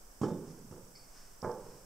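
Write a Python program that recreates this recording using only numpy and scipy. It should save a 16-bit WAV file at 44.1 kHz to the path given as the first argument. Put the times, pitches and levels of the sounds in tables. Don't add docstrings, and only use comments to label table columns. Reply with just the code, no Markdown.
import sys
import numpy as np
from scipy import signal
from scipy.fft import rfft, irfft
from scipy.io import wavfile
from scipy.ndimage import uniform_filter1d

SR = 44100
rng = np.random.default_rng(int(sys.argv[2]) if len(sys.argv) > 2 else 0)


def pcm_store(signal):
    levels = np.round(np.clip(np.atleast_2d(signal), -1, 1) * 32767)
    wavfile.write(sys.argv[1], SR, levels.astype(np.int16).T)


N = 81585
TIME_S = np.arange(N) / SR
BINS_HZ = np.fft.rfftfreq(N, 1 / SR)


def amp(db):
    return 10 ** (np.asarray(db) / 20)


def unit(x):
    return x / np.sqrt(np.mean(x ** 2) + 1e-20)


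def curve(points, hz=BINS_HZ):
    knots_hz, values = np.transpose(points)
    return np.interp(np.log(hz + 1), np.log(knots_hz + 1), values)


def add(mix, start_s, sound):
    part = mix[..., round(start_s * SR):][..., :sound.shape[-1]]
    part += sound[..., :part.shape[-1]]


def fade(age_s, t60_s):
    return np.exp(-np.log(1000) * age_s / t60_s)


def low_cut(x, hz, order):
    return signal.sosfilt(signal.butter(order, hz, "high", fs=SR, output="sos"), x)


def tint(x, gain):
    return irfft(rfft(x) * gain, N)


def noise(gain=1, coherence=None):
    # frequency in Hz, coherence.
    default_coherence = [(30, 1), (500, 1), (1200, 1), (2500, 0.94), (5000, 0.95), (9000, 0.6)]
    left, independent = rfft(rng.standard_normal((2, N)))
    shared = curve(coherence or default_coherence)
    right = shared * left + np.sqrt(1 - shared ** 2) * independent
    return unit(irfft(np.array([left, right]) * gain, N))


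def band(hz, width_hz):
    return noise(np.exp(-.5 * ((BINS_HZ - hz) / width_hz) ** 2))


def background(flutter_hz=30, peak_s=.016):
    # frequency in Hz, relative density in dB.
    air_spectrum = [(10, 3.5), (24, -2), (38, -4.5), (54, -17.5), (95, -18), (200, -21), (450, -20),
                    (850, -22), (1600, -25.5), (1950, -32.5), (3000, -34.5), (4100, -38.5), (5200, -25.5),
                    (6800, -28.5), (8000, -23), (9300, -30.5), (15500, -31.5)]
    # frequency in Hz, left-right coherence.
    air_coherence = [(30, 1), (800, 0.19), (2000, 0.094), (4000, 0.23), (9000, 0)]
    air = noise(amp(curve(air_spectrum)), air_coherence) * amp([[-56], [-54]])
    beat = .5 + .5 * np.cos(2 * np.pi * flutter_hz * (TIME_S - peak_s))
    flutter = beat ** 2 * band(hz=5820, width_hz=460) * amp([[-75], [-64]])
    return air + flutter


def diffuse_tail(gain=1, build_s=.0094):
    # frequency in Hz, T60 in seconds.
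    hall_decay = [(80, 1.76), (175, 1.62), (270, 1.23), (380, 0.92), (560, 0.98), (1000, 1.03),
                  (2000, 0.93), (6000, 0.64), (14000, 0.13)]
    hz, frame_s, frames = signal.stft(tint(noise(), gain), SR, nperseg=1024)
    frames *= fade(frame_s, curve(hall_decay, hz)[:, None])
    tail = signal.istft(frames, SR, nperseg=1024)[1][:, :N]
    return tail * (1 - np.exp(-TIME_S / build_s))


def hall(x, wet_db=-5):
    tail = diffuse_tail()
    response = amp(wet_db) * tail / np.linalg.norm(tail[0])
    return signal.fftconvolve(x, response, axes=1)[:, :N]


def chirp(start_s=.95, rise_s=.011):
    # centre in Hz, width in Hz, level in dB.
    bands = [(2250, 150, -67.5), (4570, 60, -61.5), (5150, 430, -58.5)]
    age = np.maximum(TIME_S - start_s, 0) / rise_s
    return age * np.exp(1 - age) * sum(amp(db) * band(hz, width_hz) for hz, width_hz, db in bands)


def clink(start_s=.232, width_hz=55):
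    # frequency in Hz, relative level in dB, T60 in seconds.
    resonances = [(3040, -73.5, 0.67), (3565, -71, 0.58), (5480, -63, .4), (5720, -70, 0.35)]
    age_s = TIME_S - start_s
    ring = sum(amp(db) * fade(abs(age_s), t60_s) * band(hz, width_hz) for hz, db, t60_s in resonances)
    return (age_s > 0) * ring


def scuffs():
    # start in seconds, length in seconds, peak level in dB.
    strokes = [(0.444, 0.11, -65.5), (1.027, 0.32, -67.5), (1.124, .12, -67), (1.214, 0.18, -77),
               (1.546, 0.31, -67)]
    # frequency in Hz, relative level in dB.
    scuff_spectrum = [(200, -2.5), (600, 4.5), (1500, 4.5), (2200, -1), (4000, -7), (5300, 9), (6800, 0.5),
                      (9000, -3), (15000, -36)]
    envelope = sum(amp(db) * np.sin(np.pi * np.clip((TIME_S - start_s) / length_s, 0, 1))
                   for start_s, length_s, db in strokes)
    return noise(amp(curve(scuff_spectrum))) * envelope


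def grit(hz=5350, rise_s=.00036):
    # start in seconds, relative level in dB.
    snaps = [(1.177, -49.5), (1.4194, -41), (1.421, -46.5), (1.4446, -55), (1.514, -51), (1.517, -50)]
    age_s = np.arange(0, .005, 1 / SR)
    snap = age_s / rise_s * np.exp(1 - age_s / rise_s) * np.sin(2 * np.pi * hz * age_s)
    out = np.zeros(N)
    for start_s, db in snaps:
        add(out, start_s, amp(db) * snap)
    return out * amp([[-11], [4]])


def hoof(wood_db, sand_db, contact_s=.0012, rattle_db=7, tail_db=-7, grain_depth=.3):
    registers_hz = [115, 260, 490, 950, 1550]
    # frequency in Hz, relative level in dB, T60 in seconds.
    deck_modes = [(97.6, -3.5, 0.24), (132.5, -10.5, .35), (158, 1.5, 0.11), (184.6, -7.5, 0.067),
                  (213, 4.5, 0.087), (269.7, -7, 0.13), (371, -1.5, 0.27), (421, 2, 0.024),
                  (478.4, -5.5, .22), (521.5, -11, 0.24), (820, -15.5, 0.26), (871, -6, 0.32),
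                  (1066, -27, 0.42), (1394, -26, 0.22)]
    # frequency in Hz, relative level in dB.
    board_spectrum = [(40, -73), (80, -10), (170, 4), (500, 6), (660, -4), (1000, 1.5), (1600, -4.5),
                      (1900, -18), (2400, -19), (2800, -70), (5000, -92)]
    sand_spectrum = [(1000, -6), (2300, -12), (2750, -14), (3050, -8), (3700, -14), (4200, -15.5),
                     (5400, -2.5), (6500, -6), (8000, -7), (10000, -21.5), (15000, -29)]
    hall_spectrum = [(60, -9), (115, 4), (175, 2.5), (260, -2.5), (400, 3), (900, -1.5), (2000, -3),
                     (6000, -10.5)]
    strike = list(zip(registers_hz, wood_db))
    ring = sum(amp(db + curve(strike, hz)) * fade(TIME_S, t60_s) * np.sin(2 * np.pi * hz * TIME_S)
               for hz, db, t60_s in deck_modes)
    wood_gain = unit(amp(curve(board_spectrum))) * amp(curve(strike))
    sand_gain = unit(amp(curve(sand_spectrum))) * amp(sand_db)
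    rattle = amp(rattle_db) * tint(noise(), wood_gain) * fade(TIME_S, t60_s=.084)
    roughness = unit(uniform_filter1d(rng.standard_normal(N), size=40))
    grains = unit(np.exp(grain_depth * roughness))
    crunch = tint(noise(), sand_gain) * grains * fade(TIME_S, t60_s=.16)
    tail = diffuse_tail(np.hypot(wood_gain, sand_gain) * amp(tail_db + curve(hall_spectrum)))
    load = 1 - np.exp(-(TIME_S / contact_s) ** 2)
    direct = load * (ring + rattle + crunch)
    return low_cut(direct, hz=103.5, order=3), tail


def steps(spread_s=.002):
    # start in seconds, then relative dB of boom, body, knock, clack, crack, sand.
    contacts = [(0.2139, -28.5, -29.5, -51, -46, -51.5, -52.5), (0.2314, -41, -28.5, -35, -41, -44, -55),
                (.281, -61, -37.5, -41.5, -50, -62, -61), (.312, -40, -45, -45.5, -71, -80, -75),
                (.710, -43, -60, -67.5, -61, -63, -69), (.722, -49, -60, -51, -60, -67, -69),
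                (0.761, -58, -68, -54, -65, -66, -78), (0.809, -51, -83, -65, -77, -74, -80),
                (1.427, -42, -49.5, -48, -41.5, -51.5, -65), (1.439, -35, -43, -45, -49.5, -47.5, -71),
                (1.4445, -55, -46.5, -32.5, -39.5, -45, -71), (1.467, -58, -48.5, -42.5, -49, -54.5, -79),
                (1.494, -60.5, -53, -47, -44.5, -56, -65)]
    # delay in seconds, gain in dB.
    reflections = [(.016, -7.5), (.027, -11.5), (.052, -14.5), (0.07, -13.5)]
    out = np.zeros((2, N))
    for start_s, *wood_db, sand_db in contacts:
        direct, tail = hoof(wood_db, sand_db)
        add(out, start_s, direct + tail)
        echo = low_cut(direct, hz=153, order=1)
        for delay_s, db in reflections:
            jitter_s = spread_s * rng.uniform(-1, 1)
            add(out, start_s + delay_s + jitter_s, amp(db) * echo)
    return out


def scene():
    soft = scuffs() + chirp()
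    snaps = grit()
    platform = (steps() + clink()) * amp([[-.5], [3.4]])
    reverb = hall(soft + amp(-5) * snaps)
    return platform + soft + snaps + reverb + background()


def record(dry, cutoff_hz=15720):
    taps = signal.firwin(511, cutoff_hz, window=("kaiser", 9), fs=SR)
    return signal.oaconvolve(dry, taps[None], "same")


dry = scene()
out = record(dry)
pcm_store(out)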